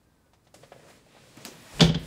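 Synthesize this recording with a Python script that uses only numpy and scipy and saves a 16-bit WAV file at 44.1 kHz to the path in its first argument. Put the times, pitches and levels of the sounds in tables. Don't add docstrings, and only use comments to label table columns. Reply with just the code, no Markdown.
import sys
import numpy as np
from scipy import signal
from scipy.fft import rfft, irfft
from scipy.io import wavfile
from scipy.ndimage import uniform_filter1d

SR = 44100
rng = np.random.default_rng(int(sys.argv[2]) if len(sys.argv) > 2 else 0)


def volts_from_decibels(level):
    exponent = np.asarray(level, float) / 20
    return 10 ** exponent


def wav_out(sig):
    wavfile.write(sys.argv[1], SR, np.round(np.clip(np.atleast_2d(sig).T, -1, 1) * 32767).astype(np.int16))


N = 90978
t = np.arange(N) / SR


def unit(x):
    return x / np.sqrt(np.mean(x ** 2))


def colour(x, points):
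    hz, db = np.array(points, float).T
    f = np.maximum(np.arange(len(x) // 2 + 1) * SR / len(x), 1)
    gain = volts_from_decibels(np.interp(np.log(f), np.log(hz), db, left=-60))
    return irfft(rfft(x) * gain, len(x))


def dull(x, top_hz):
    return signal.sosfilt(signal.butter(3, min(top_hz, 18000), fs=SR, output="sos"), x)


def ring(x, hz, t60):
    pole = np.exp(2j * np.pi * hz / SR - np.log(1000) / (t60 * SR))
    return signal.lfilter([1], [1, -pole], x).imag


def fall(t0, t60, rise=.001):
    u = np.maximum(t - t0, 0)
    return (1 - np.exp(-u / rise)) * volts_from_decibels(-60 * u / t60)


def hump(t0, length):
    return np.sin(np.pi * np.clip((t - t0) / length, 0, 1)) ** 2


def walk(rate):
    k = int(SR / rate)
    return unit(uniform_filter1d(uniform_filter1d(rng.standard_normal(N), k), k))


def grains(per_s, spread_db):
    hits = rng.random(N) < per_s / SR
    return hits * rng.standard_normal(N) * volts_from_decibels(spread_db * rng.exponential(size=N))


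def breeze(points, flicker_db):
    out, noise = 0, colour(rng.standard_normal(N), points)
    for hz in 30 * 2. ** np.arange(10):
        octave = [(hz / 2, -30), (hz / 1.5, -6), (hz, 0), (hz * 1.33, -6), (hz * 2, -60)]
        out = out + colour(noise, octave) * volts_from_decibels(flicker_db * walk(12))
    return out


def room(x):
    u = t[:SR // 2]
    pole = np.exp(-2 * np.pi * 5000 / SR)
    tail = signal.lfilter([1], [1, -pole], rng.standard_normal(len(u)))
    tail = tail * volts_from_decibels(-60 * u / 0.3) * np.clip(u / 0.03, 0, 1)
    return signal.fftconvolve(x, tail / np.sqrt(np.sum(tail ** 2)))[:N]


# f/Hz, level/dB
CABIN_COLOUR = [(15, -56), (25, -6.5), (153, -7.5), (195, -10), (405, -16), (1190, -24.5), (1520, -25),
                (2050, -31.5), (16000, -39.5)]


def cabin():
    return volts_from_decibels(-64.5) * unit(breeze(CABIN_COLOUR, 0.36))


# t/s, f/Hz, level/dB
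SQUEAL_GLIDE = [
    (.05, 1593, -83),
    (0.132, 1583, -84.5),
    (0.201, 1525, -85),
    (0.301, 1460, -78),
]


def squeal():
    at, pitch, level = np.array(SQUEAL_GLIDE).T
    hz = np.interp(t, at, pitch) * (1 + 0.002 * walk(37))
    gate = np.clip(np.minimum(t - at[0], at[-1] - t) / 0.011, 0, 1)
    loudness = volts_from_decibels(np.interp(t, at, level) + 2 * walk(30))
    return 1.7 * gate * loudness * np.sin(2 * np.pi * np.cumsum(hz) / SR)


# t/s, rustle level/dB, sheen level/dB, cushion rumble level/dB
HAND_MOTION = [(0, -82, 2.5, -29), (0.428, -96, 11, -17), (.53, -85, 7, -9), (.56, -71.5, 7, 6.5),
               (.7, -71, 3.5, 0.5), (.86, -67.5, 0.5, 3.5), (.9, -63.5, 3, 0.5), (.97, -67, 3, 0.5),
               (1.04, -73.5, 1.5, -0.5), (1.13, -65, -1.5, -1), (1.33, -65.5, 2.5, 2),
               (1.41, -62, -1.5, 3.5), (1.528, -58.5, 1, 3.5), (1.7, -57.5, 1.5, -1.5),
               (1.79, -54, 5.5, 12.5), (1.86, -59, 12, -2), (1.93, -58, -14.5, 8), (2.06, -57, 3, 5.5)]
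# f/Hz, level/dB
VINYL_COLOUR = [(24, -31), (40, -14), (151, -1), (199, -2), (600, -6.5), (896, -13.5), (2840, -13.5),
                (8990, -23), (16000, -33.5)]


def rustle():
    at, *levels = np.array(HAND_MOTION).T
    motion_db, sheen_db, rumble_db = [np.interp(t, at, level) for level in levels]
    hiss = unit(breeze(VINYL_COLOUR, 1.3))
    crackle = unit(colour(room(grains(1500, 2.5)), VINYL_COLOUR))
    vinyl = hiss + volts_from_decibels(-4) * crackle
    low, below_sheen = (colour(vinyl, [(.5, 0), (hz * .7, 0), (hz * 1.4, -30)]) for hz in (690, 6000))
    friction = below_sheen - low + volts_from_decibels(sheen_db) * (vinyl - below_sheen)
    cushion = low + volts_from_decibels(-6.5) * dull(low, 230)
    return volts_from_decibels(motion_db + 8.5) * friction + volts_from_decibels(0.36 * motion_db - 34.5 + rumble_db) * cushion


# t/s, level/dB, pitch f/Hz, scuff level/dB, scuff top f/Hz
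BOARD_CREAKS = [(.265, -60.5, 546, 0, 2105), (.335, -52.5, 740, -2.5, 6000), (.47, -55, 584, 0, 5000),
                (.543, -41, 592, -4, 8300), (.628, -59, 730, 10, 4360), (.635, -39.5, 557, -10.5, 4200),
                (.7205, -36.5, 570, -3.5, 2900), (.763, -42, 526, -25, 3000), (.796, -46.5, 575, -7, 2010),
                (.832, -54, 450, 3.5, 2000), (.852, -45, 545, -14, 1800), (.868, -46.5, 510, -1, 1970),
                (0.885, -62, 480, 14, 2000), (.903, -51.5, 466, 2, 4030), (1.066, -50.5, 630, -17, 2000),
                (1.15, -48.5, 587, -9, 1970), (1.167, -47.5, 657, 0, 1970), (1.18, -68, 586, 0, 1970),
                (1.279, -64, 507, -20, 2000), (1.372, -38.5, 250, -3, 1960), (1.453, -37.5, 230, -4, 2430),
                (1.484, -36.5, 300, -38, 2000), (1.517, -39.5, 384, -26, 2000)]


def creaks():
    lead_s, ring_t60_s = 0.0051 / 2, 0.044
    scuff_colour = [(250, -9), (800, -4), (3000, -8), (7000, -8), (16000, -1)]
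    out, hiss = 0, unit(colour(rng.standard_normal(N), scuff_colour))
    for s, db, hz, scuff_db, top_hz in BOARD_CREAKS:
        push = hump(s - lead_s, 2.46 / hz) * np.sin(2 * np.pi * hz * (t - s))
        tone = ring(push, hz, ring_t60_s) + volts_from_decibels(1.5) * ring(push, hz * 1.264, ring_t60_s * 0.64)
        scuff = volts_from_decibels(scuff_db + 6) * dull(hiss, top_hz) * fall(s - lead_s, 0.11, 0.0018)
        out = out + volts_from_decibels(db) * (tone / np.abs(tone).max() + scuff)
    return out + volts_from_decibels(-16.5) * room(out)


# t/s, level/dB, centre f/Hz, tail level/dB
SEAM_SNAPS = [
    (0.446, -63.5, 2970, -5),
    (1.3714, -37, 7550, -21),
    (1.404, -45, 1700, -14),
    (1.415, -45, 1700, -16),
    (1.4512, -18, 4860, -21.5),
    (1.4825, -40, 1500, -43),
    (1.992, -61, 11800, 3.5),
]
# f/Hz, level/dB
SNAP_ANSWER = [(300, 2.5), (1500, -7), (4000, -7.5), (7000, -5), (10000, -18), (16000, -21)]


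def snaps():
    click_s, gap_s, pair_s = .0016, .0015, .0006
    out, noise = 0, rng.standard_normal(N)
    answer = unit(colour(noise, SNAP_ANSWER))
    for s, db, hz, tail_db in SEAM_SNAPS:
        tint = [(hz / 8, -12), (hz / 3, -2), (hz, 0), (hz * 1.8, -2), (hz * 4, -6)]
        fizz, at = unit(colour(noise, tint)), np.arange(N) - int(s * SR)
        pair = colour((at == 0) - .9 * (at == int(pair_s * SR)), tint)
        pair = pair / np.abs(pair).max() + volts_from_decibels(-3) * ring((at == 0) + 0., hz, .002)
        click = pair / np.abs(pair).max() + .3 * fizz * hump(s - click_s / 2, click_s)
        tail = (answer if hz < 10000 else fizz) * fall(s + gap_s, .25, 0.00045)
        out = out + volts_from_decibels(db) * (click + volts_from_decibels(tail_db) * tail)
    return out


# t/s, thud level/dB, thud lag t/s, rattle level/dB, rattle top f/Hz
BLOWS_OF_LID = [
    (1.794, -20.5, 0.0011, -23, 2940),
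    (1.8052, -4.5, 0.0061, -6.5, 9400),
    (1.822, -12.5, 0.0036, -22.5, 5000),
    (1.836, -15.5, 0.002, -22.5, 4400),
    (1.8904, -16.5, 0.00019, -27.5, 4170),
    (1.944, -18.5, 0.0044, -24.5, 6000),
]
MAIN_BLOW_S, MAIN_BLOW_DB = BLOWS_OF_LID[1][:2]


def shaking():
    clicks = unit(grains(2300, 1.0)) + 2.0 * rng.standard_normal(N)
    out = 0
    for s, _, _, rattle_db, top_hz in BLOWS_OF_LID:
        envelope = fall(s, 0.051, 0.00084) + volts_from_decibels(2) * fall(s, 0.068, 0.0063)
        out = out + volts_from_decibels(rattle_db - 21.5) * unit(dull(clicks * envelope, top_hz))
    return out


# f/Hz, level/dB
CRACK_COLOUR = [(300, -2), (1200, -11.5), (3300, -5.5), (5500, -12), (8000, -24), (11000, -32),
                (16000, -56)]


def crack(shake):
    return volts_from_decibels(-1.5) * colour(shake, CRACK_COLOUR)


# f/Hz, level/dB, t60/s
LATCH_MODES = [(1820, -24, 0.055), (2200, -55, 0.048), (2330, -26, .04), (2900, -17, 0.028),
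               (3300, -24, 0.019), (3416, -6.5, 0.054), (3466, -4, 0.02), (3450, -12, 0.033),
               (4020, -23, 0.017), (4460, -31, 0.027), (4660, -23, 0.037), (6150, -32, 0.017)]


def latch(shake):
    out = 0
    for k, (hz, db, t60) in enumerate(LATCH_MODES):
        out = out + (-1) ** k * volts_from_decibels(db) * ring(shake, hz, min(t60, .01))
    return 0.062 * out


# t/s, level/dB, pitch f/Hz
LATCH_TICKS = [(1.7955, -28.5, 2060), (1.798, -22, 2900), (1.8080, -13.5, 3060), (1.8070, -12.5, 4780),
               (1.8125, -16, 4620), (1.8102, -11, 3530), (1.815, -19, 3310), (1.819, -17, 3650),
               (1.831, -18, 3210), (1.8435, -18, 3540), (1.876, -27, 3200), (1.889, -41, 3000),
               (1.895, -20, 3340), (1.902, -28, 3300), (1.949, -23, 3230), (1.957, -31, 3360)]


def ticks():
    out, push_s = 0, 0.0013
    for s, db, hz in LATCH_TICKS:
        push = hump(s - push_s / 2, push_s) * (1 + .5 * rng.standard_normal(N))
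        tone = 0
        for f, partial_db in ((hz, 0), (hz * 1.5, -11.5)):
            tone = tone + volts_from_decibels(partial_db) * ring(push * np.sin(2 * np.pi * f * (t - s)), f, 0.01)
        out = out + volts_from_decibels(db) * tone / np.abs(tone).max()
    return out


# f/Hz, level/dB
WASH_COLOUR = [(250, -16), (600, -14), (1500, -5), (3400, 7), (6000, 3), (9000, -11.5), (16000, -26.5)]


def wash():
    return volts_from_decibels(-22) * unit(colour(rng.standard_normal(N), WASH_COLOUR)) * fall(MAIN_BLOW_S, 0.18, 0.002)


def puff():
    breath = unit(ring(rng.standard_normal(N), 45, 0.11))
    return volts_from_decibels(-47) * breath * np.exp(-((t - 1.765) / 0.03) ** 2)


# f/Hz, level/dB, t60/s
LID_MODES = [(48.5, -20, 0.45), (75.4, -18, 0.3), (130.7, -9.5, 0.13), (168.5, 1.5, 0.11),
             (192.4, -5.5, 0.059), (255, -7, 0.063), (360.5, -15.5, 0.15), (442.4, -10, 0.058),
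             (480, -17, 0.15), (577, -12.5, 0.061), (668, -26, 0.086), (793.4, -17.5, 0.054),
             (942.6, -24.5, 0.052), (1088, -23, 0.042)]


def thud():
    push_s, max_t60_s = 0.011, .13
    grit = 1 + 0.2 * rng.standard_normal(N)
    pushes = np.zeros((len(LID_MODES), N))
    mode_hz, mode_db = np.array(LID_MODES)[:, :1], np.array(LID_MODES)[:, 1:2]
    for s, thud_db, lag, _, _ in BLOWS_OF_LID:
        push = volts_from_decibels(thud_db) * grit * hump(s + lag, push_s) / (push_s * SR / 4)
        soft_db = 0.15 * (thud_db - MAIN_BLOW_DB) * np.log2(np.maximum(mode_hz / 200, 1))
        on = push != 0
        pushes[:, on] += volts_from_decibels(mode_db + soft_db) * push[on] * np.cos(2 * np.pi * mode_hz * (t[on] - s))
    return sum(ring(p, hz, min(t60, max_t60_s * max(1, 150 / hz)))
               for p, (hz, _, t60) in zip(pushes, LID_MODES))


def lid():
    boom = thud()
    shake = shaking()
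    air = puff()
    x = boom + latch(shake) + ticks() + crack(shake) + wash()
    return x + volts_from_decibels(-14) * room(x) + air


def scene():
    return (lid() + creaks() + snaps() + rustle() + squeal() + cabin())[None]


def low_pass(x):
    return signal.sosfilt(signal.butter(12, 16660, fs=SR, output="sos"), x)


def record(dry):
    x = signal.sosfilt(signal.butter(3, 38, "high", fs=SR, output="sos"), dry)
    mix = signal.sosfilt(signal.ellip(8, .3, 27, 15700, fs=SR, output="sos"), x)
    return low_pass(mix)


dry = scene()
out = record(dry)
wav_out(out)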